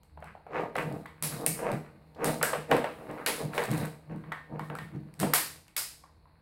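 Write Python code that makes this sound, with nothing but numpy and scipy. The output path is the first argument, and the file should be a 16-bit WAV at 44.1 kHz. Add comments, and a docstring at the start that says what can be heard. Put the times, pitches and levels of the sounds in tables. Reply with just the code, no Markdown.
"""A bare, lively room, one microphone across the table from a stiff plastic blister pack being cut by hand.
Scissor blades snap through and creases click: short noise bursts that ring at the cut edge or fold.
Thin walls buckle with hollow pops, and the pack knocks on the table top: bursts through resonances.
Between them the rim judders and scrapes, the sheet crinkles and the table drums: trains of tiny slips.
One deep, soft bump comes early; low rumble and faint hiss lie under it all."""
import sys
import numpy as np
from scipy import signal
from scipy.fft import rfft, irfft, next_fast_len
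from scipy.io import wavfile
from scipy.ndimage import uniform_filter1d

SR = 44100
rng = np.random.default_rng(int(sys.argv[2]) if len(sys.argv) > 2 else 0)


def to_wav(sig):
    """Store sig (one row per channel, or 1-D mono) as 16-bit WAV at the path in sys.argv[1].

    Samples outside -1..1 are clipped; the rate is SR.
    """
    pcm = np.clip(np.atleast_2d(sig), -1, 1) * 32767
    pcm = np.round(pcm).astype(np.int16)
    wavfile.write(sys.argv[1], SR, pcm.T)  # frames by channels


N = 282766

# All event and spectrum levels are relative: each layer has its own gain further down.
# rumble and hiss of the quiet room: f/Hz, level/dB
HISS_SPECTRUM = [(25, -17), (80, 3), (160, -21), (300, -23.5), (500, -35.5), (900, -18), (1500, -50.5),
                 (2200, -31), (3200, -43), (4300, -27), (6500, -68), (9500, -42.5), (16000, -54.5)]
# reverberation of the room: f/Hz, time to fall by 60 dB t60/s
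ROOM_DECAY = [(150, 0.71), (600, 0.31), (1500, 0.37), (4500, 0.48), (9000, 0.41), (15000, 0.33)]
# modes of the table top: f/Hz, width/Hz, level/dB
TABLE_MODES = [(154.8, 11, -0.5), (199.3, 28, -13), (310, 19.5, -3.5), (264.5, 19, -11), (397.4, 14, -7),
               (480.3, 40, -4.5), (605, 63, -10.5), (695, 20, -19.5), (744, 41, -12), (902, 31, -9.5),
               (1060, 140, -15.5), (1181, 69, -16.5), (1620, 98, -17)]
# modes of the whole blister shell: f/Hz, width/Hz, level/dB
SHELL_MODES = [(1520, 6.3, -8), (1610, 18, -4), (1823, 5.9, 2), (1856, 11, -9), (1980, 14, -1.5),
               (2220, 42, -2), (2660, 11, -9)]
# ring of a buckling wall and its overtones: f/(pitch of the pop), level/dB
WALL_RING = [(.2, -40), (.5, -8), (.75, 2.5), (1.0, 6.5), (1.35, -5.5), (1.8, -6), (2.3, -19), (3.4, -20),
             (6.0, -47.5), (12, -43.5)]

# spectra of a crack, a thud, the juddering rim, its scrape, and the crinkling sheet: f/Hz, level/dB
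CRACK_SPECTRUM = [(150, -22.5), (500, -6), (1200, 0), (2400, -2), (3300, -4), (4800, 1.5), (6200, -2),
                  (8500, 5), (12000, 5), (15500, -2.5)]
THUD_SPECTRUM = [(80, -31), (250, -19.5), (500, 6), (950, 0), (1700, -4), (2800, -10.5), (4500, -24.5),
                 (9000, -49.5)]
JUDDER_SPECTRUM = [(100, -7.5), (220, -13), (330, -8.5), (520, 1.5), (800, 2), (1100, -3.5), (1600, -25.5),
                   (4000, -45.5)]
SCRAPE_SPECTRUM = [(500, -55.5), (1000, 7.5), (1300, 2.5), (2000, 0.5), (2700, -5.5), (3500, -20.5),
                   (5500, -34), (12000, -56)]
CRINKLE_SPECTRUM = [(1500, -34.5), (4000, 6), (6000, -9), (9000, 1), (12000, 0), (15500, -3)]
# spectra of the table's drumming and of single crease ticks: f/Hz, level/dB
DRUM_SPECTRUM = [(90, -4.5), (145, 2.0), (200, 1.5), (320, -10.0), (600, -25)]
TICK_SPECTRUM = [(500, -13.5), (1500, 7.5), (2400, 0), (5500, -5), (8500, 5.5), (15000, -10.5)]
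# colour of the judder when the rim skims and when it is pressed down: f/Hz, level/dB
SKIMMING = [(150, -26.5), (330, -0.5), (650, -6), (1100, -1.0), (2200, -18.0), (6000, -21.5)]
PRESSED = [(80, -7.5), (150, 4.5), (330, -0.5), (550, -4.0), (1100, -6.5), (2200, -22.0), (6000, -53.0)]

# the rim slides: full speed at t/s, run-up/s, hold/s, judder level/dB, scrape over judder/dB
RIM_SLIDES = [(0.253, 0.076, 0.034, -62.5, 10), (0.579, 0.082, 0.039, -30, -6.5),
              (0.787, 0.026, .02, -36.5, 0), (0.846, 0.12, 0.12, -40, -11.5),
              (1.237, 0.016, 0.014, -43, -21), (1.333, .05, 0.027, -44, -4),
              (1.45, 0.12, 0.0055, -34.5, -16.5), (1.659, 0.092, 0.053, -29.5, -8),
              (1.877, 0.061, 0.018, -74, 13), (2.252, 0.076, 0.04, -27, -10.5),
              (2.495, 0.12, 0.043, -40.5, -5), (2.727, 0.037, 0.014, -21, -12),
              (2.994, 0.032, 0.1, -45, -10), (3.101, 0.02, .01, -36, -8.5), (3.182, 0.11, 0.031, -42, -5.5),
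              (3.29, 0.032, .015, -33.5, -7), (3.41, 0.031, 0.0067, -33, -14),
              (3.604, 0.099, 0.021, -32, -3.5), (3.726, 0.096, 0.12, -38, -1),
              (4.11, 0.028, 0.036, -45.5, -12), (4.29, 0.055, 0.041, -53, -4),
              (4.535, 0.05, 0.024, -40, -25), (4.72, .03, 0.022, -41.5, -20),
              (4.949, 0.033, 0.012, -51, -5.5), (5.238, 0.038, 0.0034, -28.5, -17)]
# the hands lean on the pack and the table drums: t/s, level/dB
HAND_PRESSES = [(0.19, -52), (0.27, -50.5), (0.79, -39), (0.87, -32), (0.94, -36), (1.252, -34.5),
                (1.35, -36.5), (1.5, -33), (1.74, -30), (2.29, -32.5), (2.41, -39), (2.59, -39),
                (2.735, -33.5), (3.1, -42), (3.449, -30.5), (3.722, -24), (3.824, -29), (4.115, -34),
                (4.17, -37), (4.289, -41.5), (4.548, -35), (4.62, -37), (4.71, -37), (4.829, -39),
                (4.96, -32.5), (5.06, -44.5), (5.232, -24.5)]
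# the sheet is bent and crinkles: full strength at t/s, hold/s, level/dB
SHEET_BENDS = [(0.6, 0.011, -68), (0.785, 0.033, -55), (0.87, .14, -64), (1.33, 0.083, -49),
               (1.73, 0.014, -55), (2.27, 0.053, -43.5), (2.55, 0.015, -53), (2.72, 0.071, -54),
               (2.9, 0.33, -64), (3.31, 0.093, -47), (3.56, 0.073, -45.5), (3.72, 0.018, -46),
               (3.78, 0.031, -44.5), (4.65, .012, -60.5), (4.82, .012, -62.5)]
# the blades break through the plastic: t/s, level/dB, edge ring f/Hz, low body/dB, room/dB
BLADE_SNIPS = [(1.225, -17.5, 10800, 4, 2.5), (1.2366, -24.5, 10800, 1, 6), (1.4633, -9, 9000, -10.5, -3),
               (2.2441, -17.5, 8800, 9, 0.5), (2.4285, -13, 8200, 2.5, -1), (3.2621, -16, 10600, 14, 5),
               (5.1931, -36.5, 9120, 10.5, 10), (5.2003, -20.5, 8500, 10, 1.5),
               (5.3369, -8.5, 12800, 6.5, 3), (5.3448, -14.5, 9600, -14, -2.5), (5.7658, -18, 5000, 1.5, 6)]
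# a crease in the sheet clicks: t/s, level/dB
CREASE_CLICKS = [(0.033, -50.5), (0.204, -55), (0.243, -45.5), (0.608, -48.5), (0.7541, -41.5),
                 (0.7651, -30.5), (0.7845, -33.5), (0.925, -43), (1.0614, -46), (1.7168, -31.5),
                 (2.148, -60), (2.7128, -23), (2.7668, -28.5), (2.8434, -36), (3.1123, -44.5),
                 (3.5427, -39), (3.5801, -28.5), (3.6379, -28.5), (3.7145, -27.5), (3.856, -32),
                 (4.161, -50.5), (4.322, -41), (4.5939, -41), (4.7523, -35), (4.787, -39.5), (5.1397, -45),
                 (5.681, -46.5)]
# a wall of the blister buckles: t/s, level/dB, pitch f/Hz, overtones/dB
WALL_POPS = [(0.174, -37, 857, -5.5), (0.224, -33, 875, 1.5), (0.351, -35.5, 810, -2),
             (0.466, -35, 759, -1), (0.755, -26.5, 790, 4), (0.786, -34.5, 1007, 8.5),
             (1.057, -34, 1107, 7), (1.463, -27, 2534, -6), (2.148, -55.5, 4340, -2),
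             (2.431, -16, 1610, -3), (2.844, -23.5, 765, 6), (3.183, -35, 1275, -0.5),
             (3.213, -36, 1584, -16.5), (3.263, -20.5, 2430, 6.5), (3.534, -32.5, 1618, 2),
             (3.579, -23, 1980, 2.5), (3.686, -30, 773, -1.5), (4.238, -41, 1053, 3.5),
             (4.319, -24, 1095, 4), (4.324, -28.5, 1790, -11), (4.594, -25.5, 1120, -1), (4.7, -29, 899, 5),
             (4.7522, -29.5, 1360, -6.5), (4.787, -31, 1044, 13.5), (5.335, -15, 1060, 7.5),
             (5.681, -54.5, 2530, 2.5), (5.764, -29.5, 2180, 13.5), (6.037, -41.5, 1095, -8),
             (6.255, -50, 1060, -11)]
# the pack strikes the table: t/s, level/dB
TABLE_KNOCKS = [(0.508, -48), (0.754, -22), (1.59, -34.5), (2.413, -23), (2.43, -19), (2.532, -18),
                (2.714, -10.5), (2.765, -25), (2.842, -20.5), (3.1, -40), (3.579, -19), (5.229, -21.5)]

# how fast a slide dies; how much of its judder the table drums along with
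SLIDE_STOP_DB_PER_S, DRUM_FOLLOWS_DB = 167.5, -17
PRESS_RISE_S, PRESS_HOLD_S, PRESS_FADE_DB_PER_S = .04, 0.004, 172.5
BEND_RISE_S, BEND_FADE_DB_PER_S = 0.04, 162.5
# the held pack never lies quite still: when it rests on the table, and the levels of its stirring
HELD_S, HELD_LENGTH_S = 0.62, 4.95
STIR_DRUM_DB, STIR_JUDDER_DB, STIR_SCRAPE_DB, STIR_CRINKLE_DB = -57, -62.5, -64.5, -77.5
LIFTED_DB = -8.5  # the stirring before and after, with the pack off the table
# all creases share one edge ring, low body and room level
CREASE_HZ, CREASE_BODY_DB, CREASE_ROOM_DB = 8170, 12.5, -4.5
# decay by 60 dB and build-up time constant of a single crack
CRACK_T60_S, CRACK_RISE_S = .0048, .0006
TOP_HZ = 15850  # band limit of the recorder


def amp(db):
    """Gain of a level in dB."""
    return np.exp(np.asarray(db) * (np.log(10) / 20))


def unit(x):
    """x at rms 1."""
    return x / np.sqrt(np.mean(x ** 2) + 1e-20)


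def along(points, hz):
    """(f/Hz, value) points read on a log frequency axis."""
    f, value = np.transpose(points)
    return np.interp(np.log(hz + 1), np.log(f), value)


def filtered(x, response):
    """x times a complex response of frequency, padded so that ringing can die."""
    size = next_fast_len(len(x) + SR // 4)
    hz = np.fft.rfftfreq(size, 1 / SR)
    return irfft(rfft(x, size) * response(hz), size)[:len(x)]


def coloured(x, spectrum, size=2048):
    """x through a causal filter with the given spectrum."""
    gain = amp(along(spectrum, np.fft.rfftfreq(size, 1 / SR)))
    # folding the cepstrum forward gives minimum phase: no sound ahead of its cause
    cepstrum = irfft(np.log(gain))
    cepstrum[1:size // 2] *= 2
    cepstrum[size // 2 + 1:] = 0
    impulse = irfft(np.exp(rfft(cepstrum)))
    return signal.oaconvolve(x, impulse)[:len(x)]


def resonate(x, modes):
    """x through parallel resonances, rows of f/Hz, width/Hz, level/dB."""
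    def response(f):
        return sum(amp(db) * 1j * f * width / (centre * centre - f * f + 1j * f * width)
                   for centre, width, db in modes)
    return filtered(x, response)


def even(x, seconds):
    """x with its slow swells taken out, at rms 1."""
    power = np.abs(uniform_filter1d(x ** 2, int(seconds * SR)))
    return x / np.sqrt(power + 1e-12)


def slips(rate, spread_db):
    """Tiny impulses at random times and of random sizes; rate is per second."""
    at = np.flatnonzero(rng.random(N) < rate / SR)
    push, size = rng.standard_normal((2, N))[:, at]
    return np.bincount(at, push * amp(spread_db * size), N)


def room(x, wall_delay=.0105, early_db=-5):
    """The room's answer: thin at first, stronger once the walls reply, dying by band."""
    hz = np.fft.rfftfreq(256, 1 / SR)
    frame_t = np.arange(SR // 256) * 128 / SR
    cells = rng.standard_normal((len(hz), 2 * len(frame_t))).view(complex)
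    decay = np.exp(-np.log(1000) * frame_t / along(ROOM_DECAY, hz)[:, None])
    tail = signal.istft(cells * decay)[1]
    t = np.arange(len(tail)) / SR
    tail = tail * np.where(t < wall_delay, amp(early_db), 1) * (t > .002)
    return signal.fftconvolve(x, tail / np.sqrt(np.sum(tail ** 2)))


def diffuse(x, wet_db):
    """x with the room's answer mixed in, at rms 1."""
    return unit(x + amp(wet_db) * room(x)[:N])


def add(track, s, db, spectrum, t60, attack, room_db):
    """Put a burst of the given colour, with its reverberation, into the track at time s."""
    t = np.arange(SR // 16) / SR
    rattle = rng.standard_normal(len(t)) * amp(-60 * t / t60) * (1 - np.exp(-t / attack))
    # the room gathers what is radiated in all directions, so it hears the smooth mean spectrum
    click = 1.0 * (t == 0)
    heard = amp(room_db) * room(unit(coloured(click, spectrum)))
    heard[:len(t)] += unit(coloured(rattle, spectrum))
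    part = track[max(round(s * SR), 0):][:len(heard)]
    part += amp(db) * heard[:len(part)]


def stroke(s, rise, hold, fade_db_per_s, run_up_db=20, bend=1.6):
    """Gain that climbs to 1 at time s, holds, then dies away."""
    t = np.arange(N) / SR - s
    early = np.maximum(-t, 0) / max(rise, .001)
    late = np.maximum(t - hold, 0)
    return amp(np.maximum(-run_up_db * early ** bend - fade_db_per_s * late, -120))


def background(level_db=-63):
    """Low rumble and faint hiss of the quiet room: coloured steady noise."""
    return amp(level_db) * unit(coloured(rng.standard_normal(N), HISS_SPECTRUM, size=8192))


def handling():
    """Levels in dB of drumming, judder, scrape and crinkle: the powers of all strokes add up."""
    stir = np.maximum(stroke(HELD_S, .1, HELD_LENGTH_S, SLIDE_STOP_DB_PER_S), amp(LIFTED_DB))
    juddering, scraping, drumming, crinkling = np.zeros((4, N))
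    for s, rise, hold, db, scrape_db in RIM_SLIDES:
        power = (amp(db) * stroke(s, rise, hold, SLIDE_STOP_DB_PER_S)) ** 2
        juddering += power
        scraping += power * amp(scrape_db) ** 2
    for s, db in HAND_PRESSES:
        drumming += (amp(db) * stroke(s, PRESS_RISE_S, PRESS_HOLD_S, PRESS_FADE_DB_PER_S)) ** 2
    drumming += amp(DRUM_FOLLOWS_DB) ** 2 * juddering
    for s, hold, db in SHEET_BENDS:
        crinkling += (amp(db) * stroke(s, BEND_RISE_S, hold, BEND_FADE_DB_PER_S)) ** 2
    layers = [(drumming, STIR_DRUM_DB), (juddering, STIR_JUDDER_DB),
              (scraping, STIR_SCRAPE_DB), (crinkling, STIR_CRINKLE_DB)]
    return [10 * np.log10(power + (amp(stir_db) * stir) ** 2) for power, stir_db in layers]


def table_drum():
    """The weight of the hands works three low modes of the table top, 155 to 310 Hz."""
    boom = resonate(slips(rate=2600, spread_db=3.5), TABLE_MODES[:3])
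    return even(coloured(boom, DRUM_SPECTRUM), seconds=.04)


def judder(weight_db, ring_db=2, middle_db=-15, range_db=5):
    """The rim catches on the table: thin when it skims, dull when it is pressed down."""
    catches = diffuse(slips(rate=1000, spread_db=2.5), wet_db=-1.5)
    table_ring = unit(resonate(catches, TABLE_MODES[2:]))
    shudder = unit(coloured(catches, JUDDER_SPECTRUM)) + amp(ring_db) * table_ring
    light = unit(coloured(shudder, SKIMMING))
    heavy = unit(coloured(shudder, PRESSED))
    pressed = (1 + np.tanh((weight_db - middle_db) / (2 * range_db))) / 2  # 0 skims, 1 pressed
    return even((1 - pressed) * light + pressed * heavy, seconds=.035)


def drag(tick_from_db=-52, drum_gain_db=-2.0, judder_gain_db=-1.5, scrape_gain_db=-4.0,
         crinkle_gain_db=-3.0, tick_gain_db=-7, room_db=-12):
    """The pack's rim sticks and slips on the drumming table while its creases crinkle."""
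    drum_db, judder_db, scrape_db, crinkle_db = handling()
    drum = table_drum()
    scrape = diffuse(coloured(slips(rate=820, spread_db=8.5), SCRAPE_SPECTRUM), wet_db=2.5)
    crinkle = diffuse(coloured(slips(rate=2300, spread_db=0.5), CRINKLE_SPECTRUM), wet_db=6.0)
    ticks = unit(coloured(slips(rate=75, spread_db=-1), TICK_SPECTRUM))
    # below tick_from_db the single ticks sink twice as fast as the crinkle
    tick_db = crinkle_db + tick_gain_db + np.minimum(crinkle_db - tick_from_db, 0)
    rub = (amp(judder_db + judder_gain_db) * judder(weight_db=drum_db - judder_db)
           + amp(scrape_db + scrape_gain_db) * scrape
           + amp(crinkle_db + crinkle_gain_db) * crinkle
           + amp(tick_db) * ticks)
    return amp(drum_db + drum_gain_db) * drum + rub + amp(room_db) * room(rub)[:N]


def snaps(gain_db=-22, room_db=2, edge_db=7, edge_octaves=0.064):
    """Snips and crease clicks: each brief crack rings an edge; the room draws it out."""
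    track, hz = np.zeros(N), np.geomspace(100, 16000, 60)
    creases = [(s, db, CREASE_HZ, CREASE_BODY_DB, CREASE_ROOM_DB) for s, db in CREASE_CLICKS]
    for s, db, edge_hz, body_db, wet_db in BLADE_SNIPS + creases:
        edge = edge_db * np.exp(-.5 * (np.log2(hz / edge_hz) / edge_octaves) ** 2)
        body = body_db / (1 + (hz / 4000) ** 4)  # a shelf below 4 kHz
        spectrum = np.c_[hz, along(CRACK_SPECTRUM, hz) + edge + body]
        add(track, s, db + gain_db, spectrum, CRACK_T60_S, CRACK_RISE_S, room_db + wet_db)
    return track


def bump(start=0.11, hz=74, level_db=-44, t60=1.0, attack=0.034):
    """A soft, deep bump as the hands settle on the pack: one decaying sine."""
    t = np.maximum(np.arange(N) / SR - start, 0)
    return amp(level_db - 60 * t / t60) * (1 - np.exp(-t / attack)) * np.sin(2 * np.pi * hz * t)


def pops(gain_db=-18.5, room_db=-1.5, shell_db=-9):
    """A wall flips over and rings briefly, with more or less overtone; the whole shell answers."""
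    track = np.zeros(N)
    for s, db, hz, overtone_db in WALL_POPS:
        # the overtone level comes in over the first octave above the pitch
        ring = [(hz * ratio, level + overtone_db * np.clip(np.log2(ratio), 0, 1))
                for ratio, level in WALL_RING]
        add(track, s, db + gain_db, ring, t60=0.03, attack=0.0001, room_db=room_db)
    return track + amp(shell_db) * np.std(track) * unit(resonate(track, SHELL_MODES))


def knocks(gain_db=-18, ring_db=-8, room_db=-1):
    """The hollow pack thuds on the table and sets the top ringing."""
    track = np.zeros(N)
    for s, db in TABLE_KNOCKS:
        add(track, s, db + gain_db, THUD_SPECTRUM, t60=0.046, attack=0.00015, room_db=room_db)
    return track + amp(ring_db) * np.std(track) * unit(resonate(track, TABLE_MODES[2:]))


def scene():
    """Everything as it reaches one microphone across the table."""
    return (background() + drag() + snaps() + bump() + pops() + knocks())[None]


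def record(dry):
    """The recorder cuts off steeply above its band limit."""
    def band_limit(hz):
        return 1 / np.sqrt(1 + (hz / TOP_HZ) ** 200)
    return np.array([filtered(x, band_limit) for x in dry])


dry = scene()
out = record(dry)
to_wav(out)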